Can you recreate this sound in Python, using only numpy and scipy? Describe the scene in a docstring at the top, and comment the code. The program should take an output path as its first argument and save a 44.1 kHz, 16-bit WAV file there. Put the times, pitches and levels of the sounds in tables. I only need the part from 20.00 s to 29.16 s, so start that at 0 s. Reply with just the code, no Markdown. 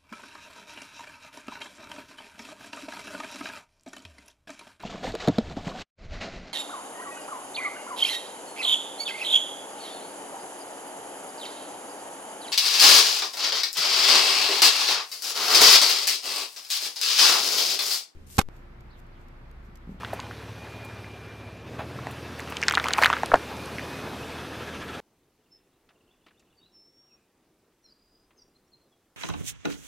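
"""A car idles and rolls slowly back and forth over sticky toothpaste on asphalt. Air pockets pop,
froth fizzes and strings of paste tear as the tread peels off. At 1.7 s the engine sound jumps, then
a tyre scrunches. The popping is thickest near 3 s; from 4.4 s something loose chatters under the car.
At 5 s the scene changes to the quiet edge of a wood with the engine off: far traffic hums, leaves
hiss, birds whistle with echoes from the trees, and there are a few small scuffs close by."""
import sys
import numpy as np
from scipy import signal
from scipy.fft import rfft, irfft, next_fast_len
from scipy.io import wavfile
from scipy.ndimage import uniform_filter1d, map_coordinates

SR = 44100
rng = np.random.default_rng(int(sys.argv[2]) if len(sys.argv) > 2 else 0)


def generate_wav(sig):
    """Save sig (samples, or channels by samples) to the path in sys.argv[1] as 16-bit PCM at SR."""
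    pcm = np.round(np.clip(np.atleast_2d(sig).T, -1, 1) * 32767).astype(np.int16)
    wavfile.write(sys.argv[1], SR, pcm)


N = 403956
T = np.arange(N) / SR

# how strongly small pockets ring as the tread peels: t/s, level/dB
PEELING = [(0, -44), (.15, -44), (.4, -62.5), (2, -61), (2.55, -40.5), (2.65, -36.5), (2.82, -33.5),
           (2.95, -29), (3.03, -25.5), (3.1, -30), (3.15, -30), (3.4, -64.5)]
MID_PEEL_DB = -38.5


def amp(db):
    """Turn decibels into a gain."""
    return 10 ** (np.asarray(db) / 20)


def unit(x):
    """Scale to an average strength (rms) of 1."""
    return x / np.sqrt(np.mean(x ** 2) + 1e-20)


def along(points, hz):
    """Read (frequency, value) points at hz, on a log frequency axis."""
    f, values = np.transpose(points)
    return np.interp(np.log(hz + 1), np.log(f + 1), values)


def curves(rows):
    """One value per sample for each column after the time."""
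    times, *columns = np.transpose(rows)
    return [np.interp(T, times, column) for column in columns]


def wobble(rate):
    """A smooth curve through rate random points a second."""
    return map_coordinates(rng.standard_normal(int(N * rate / SR) + 4), [T * rate])


def filtered(x, response):
    """Give each frequency the gain response(hz)."""
    size = next_fast_len(N + 8192)
    return irfft(rfft(x, size) * response(np.fft.rfftfreq(size, 1 / SR)), size)[..., :N]


def band(x, low_hz, high_hz, order):
    """Keep what lies between two frequencies."""
    return signal.lfilter(*signal.butter(order, [low_hz, high_hz], "band", fs=SR), x)


def rush(colour, patchy_db):
    """Noise of strength 1 with the given colour and random louder and softer patches."""
    spectrum = signal.stft(rng.standard_normal(N), nperseg=512)[2]
    patches = uniform_filter1d(uniform_filter1d(rng.standard_normal(spectrum.shape), 6, 0), 10, 1)
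    noise = signal.istft(spectrum * amp(patchy_db * unit(patches)), nperseg=512)[1][:N]
    return unit(filtered(noise, lambda hz: amp(along(colour, hz))))


def place(starts, sounds):
    """Add up the sounds, each beginning at its start time."""
    at = (np.asarray(starts) * SR).astype(int)[:, None] + np.arange(sounds.shape[1])
    return np.bincount(at.ravel(), sounds.ravel(), N + SR)[:N]


def tones(glides, waver):
    """One sine for each list of (t/s, f/Hz, level/dB); its pitch wanders by the share waver."""
    out = np.zeros(N)
    drift = 1 + waver * wobble(120)
    for rows in glides:
        times, hz, db = np.transpose(rows)
        span = slice(int(times[0] * SR), int(times[-1] * SR))
        t = T[span]
        fade = np.clip(np.minimum(t - times[0], times[-1] - t) / 0.0034, 0, 1)
        phase = 2 * np.pi * np.cumsum(np.interp(t, times, hz) * drift[span]) / SR
        out[span] += 2 ** .5 * fade * amp(np.interp(t, times, db)) * np.sin(phase)
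    return out


def engine():
    """Six cylinders idle: the exhaust hums and puffs, parts rattle, the fan hisses, the belt whines."""
    # exhaust hum: t/s, firing rate/Hz, level at twice that rate/dB, level at three times/dB
    firing = [(0, 36.32, -50.5, -46), (1.66, 35.6, -55, -48), (1.67, 39.96, -53, -47),
              (1.88, 41.95, -48, -42.5), (2.04, 41.76, -49, -43.5), (2.5, 39.56, -46.5, -56),
              (3.04, 36.44, -49, -51), (3.4, 36.8, -50, -54), (3.9, 38.9, -50, -50), (5, 40.07, -49, -57.5)]
    # engine noise: t/s, exhaust roar/dB, engine-bay rattle/dB
    loudness = [(0, -46.5, -45.5), (.9, -47, -47), (1.66, -47.5, -51), (1.67, -40.5, -48),
                (2.1, -44, -44.5), (3.4, -41, -41), (3.9, -40, -40.5), (5, -41.5, -44)]
    # three glides of belt whine: t/s, f/Hz, level/dB
    whine = [
        [(0, 2430, -59), (.5, 2430, -63), (.75, 2430, -51), (1.0, 2392, -56.5), (1.4, 2380, -58),
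         (1.66, 2410, -58.5)],
        [(1.67, 2620, -64), (2.5, 2630, -60), (2.7, 2600, -66)],
        [(3.35, 2375, -52), (3.72, 2438, -55.5), (3.95, 2506, -51), (4.2, 2556, -57.5), (4.42, 2595, -53),
         (4.6, 2560, -59), (5, 2600, -60.5)],
    ]
    # colours of the roar, the rattle and the fan: f/Hz, level/dB
    roar_colour = [(15, -58), (25, -30), (60, -9.5), (100, -6), (151, -2), (461, -3), (522, -6), (700, -11),
                   (910, -40), (1540, -120)]
    rattle_colour = [(260, -29), (450, -8.5), (765, -1.5), (1360, -5), (1530, -5.5), (1630, -4.5),
                     (2010, -8.5), (2520, -7.5), (6000, -28), (7800, -53), (13200, -120)]
    fan_colour = [(2060, -29), (3500, -3), (6200, -9), (7000, -14), (11600, -15.5), (15100, -23.5),
                  (16000, -36.5)]
    firing_hz, second_db, third_db = curves(firing)
    roar_db, rattle_db = curves(loudness)
    phase = 2 * np.pi * np.cumsum(firing_hz * (1 + .012 * wobble(8))) / SR
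    shaft = phase / 3  # three firings a turn
    uneven = 1 + 0.8 * np.cos(shaft * 1.3 + 0.84 * wobble(2))  # the cylinders fire unevenly
    hum = amp(second_db + 1.2 * wobble(12)) * np.sin(2 * phase)
    hum += amp(third_db + 1.2 * wobble(14)) * uneven * np.sin(3 * phase)
    for multiple, weaker_db in (4, -9.5), (5, -12.5), (6.85, -5):
        hum += amp(second_db + weaker_db + 0.9 * wobble(8.9)) * np.sin(multiple * phase)
    roar = amp(roar_db) * unit(rush(roar_colour, patchy_db=0.17) * (1 + 0.12 * np.cos(phase)))
    once_a_turn = amp(np.cos(shaft) + 0.38 * wobble(21))
    rattle = amp(rattle_db) * unit(rush(rattle_colour, patchy_db=1.63) * once_a_turn)
    fan_db = -48 + 1.4 * (rattle_db + 40)  # fades faster than the rattle
    fan = amp(fan_db) * rush(fan_colour, patchy_db=1.5)
    belt = tones(whine, waver=.003) * amp(2.5 * wobble(40))
    return 2 ** .5 * hum + roar + rattle + fan + belt


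def pockets(starts, db, hz, snap_db, cycles):
    """Each bursting air pocket snaps, rings a few cycles as it collapses and leaves a wet rattle."""
    t = np.arange(1500) / SR
    db, hz, snap_db = db[:, None], hz[:, None], snap_db[:, None]
    overtone_hz = np.minimum(hz * (2.3 + 0.22 * rng.standard_normal(hz.shape)), 6500)
    noise = rng.standard_normal((2, len(starts), len(t)))
    turns = hz * t
    ring = np.sin(2 * np.pi * turns * (1 - 12 * t)) * amp(-60 * (turns / cycles) ** 2)
    overtone_db = np.minimum(snap_db - db + 7, -4)  # stronger in sharp bursts
    overtone = np.sin(2 * np.pi * t * overtone_hz) * amp(overtone_db - 90 * (turns / cycles) ** 2)
    flutter = uniform_filter1d(uniform_filter1d(noise[0], size=28), size=16)  # blurs the pitch
    rattle = 1.25 * flutter * np.sin(2 * np.pi * np.minimum(hz, 2600) * t)
    rattle *= amp(-60 * t / 0.1 - 60 * turns / 170) * (1 - np.exp(-(t / 0.0015) ** 2))
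    snap = band(noise[1] * amp(snap_db - 60 * t / 0.007), 2500, 7500, order=3)
    rise = 1 - np.exp(-2.2 * turns)
    return place(starts, amp(db) * rise * (ring + overtone + rattle) + snap)


def popping():
    """The peeling tread bursts large air pockets and a crowd of small ones."""
    # large pockets: t/s, level/dB, f/Hz, snap level/dB
    pops = [(0.033, -23, 1100, -53), (0.0477, -20.5, 1500, -54), (0.0482, -21.5, 3300, -52),
            (0.132, -16, 707, -36.5), (0.194, -22.5, 1035, -48), (0.2011, -23, 3900, -22.5),
            (0.311, -24, 1485, -48), (1.044, -30, 2020, -55), (1.989, -24.5, 1193, -52),
            (2.0693, -20, 826, -33), (2.396, -20, 1935, -41), (2.404, -31.5, 7000, -31),
            (2.475, -27.5, 1300, -41), (2.523, -21.5, 1130, -29), (2.569, -15, 3080, -17),
            (2.617, -21, 5470, -30.5), (2.628, -8, 2260, -30), (2.6352, -10, 2230, -22),
            (2.668, -26, 3300, -40), (2.683, -4, 1756, -4.5), (2.6887, -11, 1640, -16),
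            (2.6977, -16.5, 2090, -19), (2.71, -10, 1480, -20.5), (2.7232, -13.5, 2270, -30),
            (2.7376, -11, 1310, -29.5), (2.745, -18, 4100, -24), (2.7523, -5.5, 3920, -23.5),
            (2.7735, -2.5, 1406, -30.5), (2.7786, -7.5, 1686, -29.5), (2.7987, -13, 1530, -24),
            (2.8418, -12.5, 2290, -28), (2.8578, -15, 1023, -28), (2.8676, -15, 1250, -29),
            (2.8847, -11.5, 1293, -13), (2.9072, -13.5, 1660, -28), (2.9352, -4.5, 4280, -12.5),
            (2.9832, -8, 1082, -19.5), (2.9879, -6, 1064, -25.5), (3.024, -5.5, 1710, -25),
            (3.026, -8.5, 1003, -14), (3.0351, 1, 1904, -15.5), (3.0444, -9.5, 1110, -25),
            (3.046, -2, 3130, -23.5), (3.0587, 2, 1687, -15), (3.0624, -9, 4000, -24),
            (3.101, -6.5, 1123, -22), (3.129, -6.5, 1400, -24), (3.1357, -10, 1410, -26),
            (3.1669, -15, 1497, -36), (3.2332, -8.5, 840, -24), (3.26, -15.5, 9390, -23.5),
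            (3.3174, -8, 1362, -38.5), (3.3192, -14, 650, -49.5), (3.3366, -2.5, 760, -42.5),
            (3.3408, 1, 692.7, -22), (3.3404, -1, 1200, -40.5), (3.3541, -13, 780, -40),
            (3.3568, -15, 770, -23.5), (3.568, -34.5, 9060, -30), (3.659, -24.5, 9030, -42),
            (3.784, -18, 2094, -38), (3.7947, -19, 1950, -46)]
    large = pockets(*np.transpose(pops), cycles=6.1)
    starts = np.arange(0, 3.5, 1 / 480)
    ring_luck, delay_luck, snap_luck = rng.random((len(starts), 3)).T
    hz = 1700 * np.exp(0.49 * rng.standard_normal(len(starts)))
    peel_db = curves(PEELING)[0][(starts * SR).astype(int)]
    ring_db = peel_db - 4 * np.log(ring_luck + .05)
    snap_db = -54 + .6 * (peel_db - MID_PEEL_DB) - 3.5 * np.log(snap_luck + .05)
    small = pockets(starts + .006 * delay_luck, ring_db, hz, snap_db, cycles=5.5)
    thump = amp(-26.5) * np.exp(-((T - 3.342) / 0.0089) ** 2)  # short and low, under the loudest pop
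    return band(large + small, 270, 11000, order=2) - thump  # wet pockets give little bass or top


def froth():
    """Tiny bubbles in the squeezed paste fizz in clumps while the tread peels."""
    # colour of the fizz: f/Hz, level/dB
    colour = [(700, -20), (1800, -1.5), (6000, -12), (15000, -22)]
    peel_db, = curves(PEELING)
    fizz = unit(rush(colour, patchy_db=3.5) * amp(3.5 * wobble(70) + 4.5 * wobble(600)))
    return amp(-52.5 + peel_db - MID_PEEL_DB) * fizz


def strings():
    """Each string of paste tears off the tread with a short, high fizz."""
    # tearing strings: t/s, level/dB, time to fade by 60 dB/s
    tears = [(0.1334, -44, .07), (0.8465, -49, 0.046), (2.1085, -47.5, .07), (2.3905, -45, .05),
             (2.499, -44.5, .07), (2.6964, -29.5, .012), (2.7225, -26, .012), (2.7515, -33, .012),
             (2.8417, -34, .018), (2.8847, -30, .015), (2.9751, -38, .12), (3.038, -31.5, .05),
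             (3.055, -36, .05)]
    starts, db, fade_s = np.transpose(tears)
    t = np.arange(2000) / SR
    fizz = band(rng.standard_normal((len(starts), len(t))), 7000, 14300, order=2)
    shape = amp(db[:, None] - 60 * t / fade_s[:, None]) * (1 - np.exp(-t / 0.001))
    return place(starts, shape * unit(fizz))


def scrunch(start_s=1.786, rise_s=0.0087, fade_s=0.14):
    """A rough, low scrape as the tyre starts to roll back."""
    # colour of the scrape: f/Hz, level/dB
    colour = [(250, -16), (450, -2.5), (800, 0.5), (1500, -9.5), (9000, -43.5)]
    t = np.clip(T - start_s, 0, None)
    rough = unit(rush(colour, patchy_db=2.5) * amp(2.3 * wobble(150)))
    return amp(-21 - 60 * t / fade_s) * (1 - np.exp(-t / rise_s)) * rough


def chatter(growth_db_per_s=8.5, width_s=0.017):
    """Something loose under the car rattles in soft, nearly regular bursts that grow louder."""
    # bursts: t/s
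    bursts = [4.4, 4.548, 4.625, 4.687, 4.752, 4.823, 4.898, 4.948]
    # colour of the rattle: f/Hz, level/dB
    colour = [(400, -32), (1100, -11.5), (1340, 1), (1480, -9), (1650, 1), (1900, -14.5), (3400, -10),
              (4000, -20), (9000, -32), (11500, -36), (16000, -49)]
    levels = -46 + growth_db_per_s * (np.array(bursts) - bursts[0])
    swell = sum(amp(db) * np.exp(-((T - at) / width_s) ** 2) for at, db in zip(bursts, levels))
    swell += amp(-49.5) * np.clip((T - 3.8) / .4, 0, 1)  # it also buzzes between bursts
    rattle = rush(colour, patchy_db=0.5)
    strength = np.sqrt(np.abs(uniform_filter1d(rattle ** 2, size=700)) + .1)
    return swell * rattle / strength


def wood_edge():
    """Far traffic hums, leaves hiss above it and a light breeze rumbles in the deep bass."""
    # background: t/s, traffic level/dB, breeze level/dB
    loudness = [(5, -70.5, -84), (6.3, -69, -81), (7.6, -70, -93.5), (8.2, -69.5, -74), (9.16, -69.5, -86)]
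    # colour of traffic and leaves together: f/Hz, level/dB
    colour = [(15, -50), (25, -13.5), (223, -7), (373, -5), (560, -12.5), (1560, -17), (1790, -17),
              (3820, -20), (16000, -28.5)]
    traffic_db, breeze_db = curves(loudness)
    low_share = lambda hz: 1 / (1 + (hz / 1200) ** 4)
    air = rush(colour, patchy_db=1.2)
    leaves = amp(-76.5) * unit(filtered(air, lambda hz: 1 - low_share(hz)))
    breeze = rush([(15, -5.0), (40, 2.0), (90, -7.0), (200, -34.5)], patchy_db=1)
    breeze *= amp(breeze_db + 1.8 * wobble(2.9))
    traffic = amp(traffic_db + .7 * wobble(9)) * unit(filtered(air, low_share))
    return traffic + leaves + breeze


def far_bird():
    """A far bird repeats one raspy phrase, softly at first, and ends with a falling call."""
    # when each phrase begins: t/s
    starts = [5.4, 5.545, 5.695, 5.944, 6.075, 6.206, 6.337, 6.468, 6.597]
    # its notes: delay/s, first f/Hz, last f/Hz, length/s, level/dB
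    phrase = [(0, 3130, 2600, 0.025, -75), (0.031, 3198, 3800, 0.0222, -74),
              (0.057, 3000, 2500, .018, -71.5)]
    # falling call: t/s, f/Hz, level/dB
    call = [(7.04, 3290, -89), (7.11, 2630, -76), (7.24, 2380, -84)]
    # soft start: a pair of t/s, then a pair of gain/dB
    swell = (5.75, 5.95), (-9, -2)
    glides = [[(start + delay, first_hz, db), (start + delay + length, last_hz, db)]
              for start in starts for delay, first_hz, last_hz, length, db in phrase]
    voice = tones(glides + [call], waver=.015)
    return voice * amp(wobble(30) + 3.5 * wobble(250) + np.interp(T, *swell))


def near_birds(rise_s=0.024):
    """Short gliding chirps, made raspy by a fast flutter, and one long, clear whistle."""
    # chirps: t at full voice/s, hold/s, fade/s, first f/Hz, last f/Hz, level/dB
    chirps = [(5.531, 0.00067, .055, 5433, 5234, -54), (6.589, 0.0032, 0.032, 4730, 4510, -60.5),
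              (6.617, 0.051, 0.027, 3560, 4060, -65.5), (7.847, 0.024, .02, 6030, 5380, -66),
              (7.882, 0.039, 0.039, 5370, 4800, -66), (7.854, 0.042, .015, 4350, 4060, -65.5),
              (7.901, 0.026, 0.014, 4070, 4790, -66.5), (7.945, .31, .03, 4790, 4970, -75),
              (8.38, 0.031, .02, 6600, 5830, -72), (8.42, 0.0017, 0.035, 5570, 5600, -61.5),
              (8.394, 0.0067, 0.013, 5410, 4805, -61), (8.425, 0, 0.016, 4920, 4800, -62),
              (8.562, 0, 0.023, 3960, 4200, -67), (8.683, 0, .012, 5350, 5500, -73.5),
              (8.928, 0.014, 0.04, 3600, 3300, -75.5), (8.739, 0, 0.051, 4400, 4190, -60.5)]
    # long whistle: t/s, f/Hz, level/dB
    whistle = [(6.715, 5500, -80), (6.755, 5360, -57), (6.83, 5350, -59), (6.9, 5450, -65),
               (6.92, 5470, -74), (6.95, 5490, -65), (7.04, 5560, -62), (7.15, 5575, -65),
               (7.175, 5560, -85)]
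    glides = []
    for at, hold, fade, first_hz, last_hz, db in chirps:
        slide_hz = last_hz - first_hz
        glides.append([(at - rise_s, first_hz, db - 24),
                       (at, first_hz + slide_hz * rise_s / (rise_s + hold), db),
                       (at + hold + 1 / SR, last_hz, db),
                       (at + hold + fade, last_hz + 0.18 * slide_hz, db - 27)])
    raspy = tones(glides, waver=.007) * amp(1.4 * wobble(35) + 3.5 * wobble(250))
    return raspy + tones([whistle], waver=.001)


def echoes(song):
    """The trees throw the song back as a haze whose treble dies first."""
    # echo length: f/Hz, time to fade by 60 dB/s
    fade_times = [(1000, 1), (10000, 0.12)]
    hz, t, spectrum = signal.stft(rng.standard_normal(SR // 2), SR, nperseg=256)
    tail = signal.istft(spectrum * amp(-60 * t / along(fade_times, hz)[:, None]), SR, nperseg=256)[1]
    return signal.fftconvolve(np.pad(song, (400, 0)), tail / np.linalg.norm(tail))[:N]


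def scuffs():
    """Short, dry rubs close by: each is a burst of noise over a low knock."""
    # rubs: t/s, level/dB, f/Hz, knock level/dB
    rubs = [(5.889, -54, 3040, -64.5), (5.903, -55.5, 1886, -72.5), (6.263, -51, 2750, -49.5),
            (6.28, -53, 2800, -66), (6.306, -55, 1830, -64), (6.394, -57.5, 6100, -67),
            (6.424, -63.5, 1613, -69), (8.305, -55.5, 2210, -70)]
    t = np.arange(4000) / SR
    shape = amp(-60 * t / 0.061) * (1 - np.exp(-t / 0.0027))
    sounds = []
    for _, db, hz, knock_db in rubs:
        noise = rng.standard_normal((2, len(t)))
        rub = band(noise[0], hz * 0.37, hz * 1.36, order=3)
        knock = signal.lfilter(*signal.iirpeak(350, 1.2, SR), noise[1])
        sounds.append(shape * (amp(db) * unit(rub) + amp(knock_db) * unit(knock)))
    return place(np.transpose(rubs)[0], np.array(sounds))


def stereo_side(x):
    """What left and right do not share: a softer copy with scrambled phases."""
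    # strength of the copy: f/Hz, gain/dB
    gains = [(60, -32.5), (300, -34), (1290, -29), (2380, -23.5), (4400, -17.5), (8120, -10), (15000, -10)]
    hz, _, spectrum = signal.stft(x, SR, nperseg=256)
    scrambled = spectrum * np.exp(2j * np.pi * rng.random(spectrum.shape))
    return signal.istft(scrambled * amp(along(gains, hz))[:, None], SR, nperseg=256)[1][:N]


def scene(change_s=5.0025):
    """First the car on the paste, then the edge of the wood, in stereo."""
    running = np.clip((change_s - T) / .0005, 0, 1)
    car = running * (engine() + chatter())
    paste = running * (popping() + strings() + froth() + scrunch())
    wood = (1 - running) * wood_edge()
    near, far = near_birds(), far_bird()
    birds = near + far + echoes(amp(-11) * near + amp(-6) * far)
    middle = car + paste + wood + birds + scuffs()
    # faint left-right difference: less on the pops, more on the quiet background hiss
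    side = stereo_side(car + amp(-7.5) * paste + amp(13) * wood)
    return np.array([middle + side, middle - side])


def record(dry, top_hz=15900):
    """Clip the loudest pops at full scale and cut the highest treble."""
    return np.clip(filtered(np.clip(dry, -1, 1), lambda hz: hz < top_hz), -1, 1)


dry = scene()
out = record(dry)
generate_wav(out)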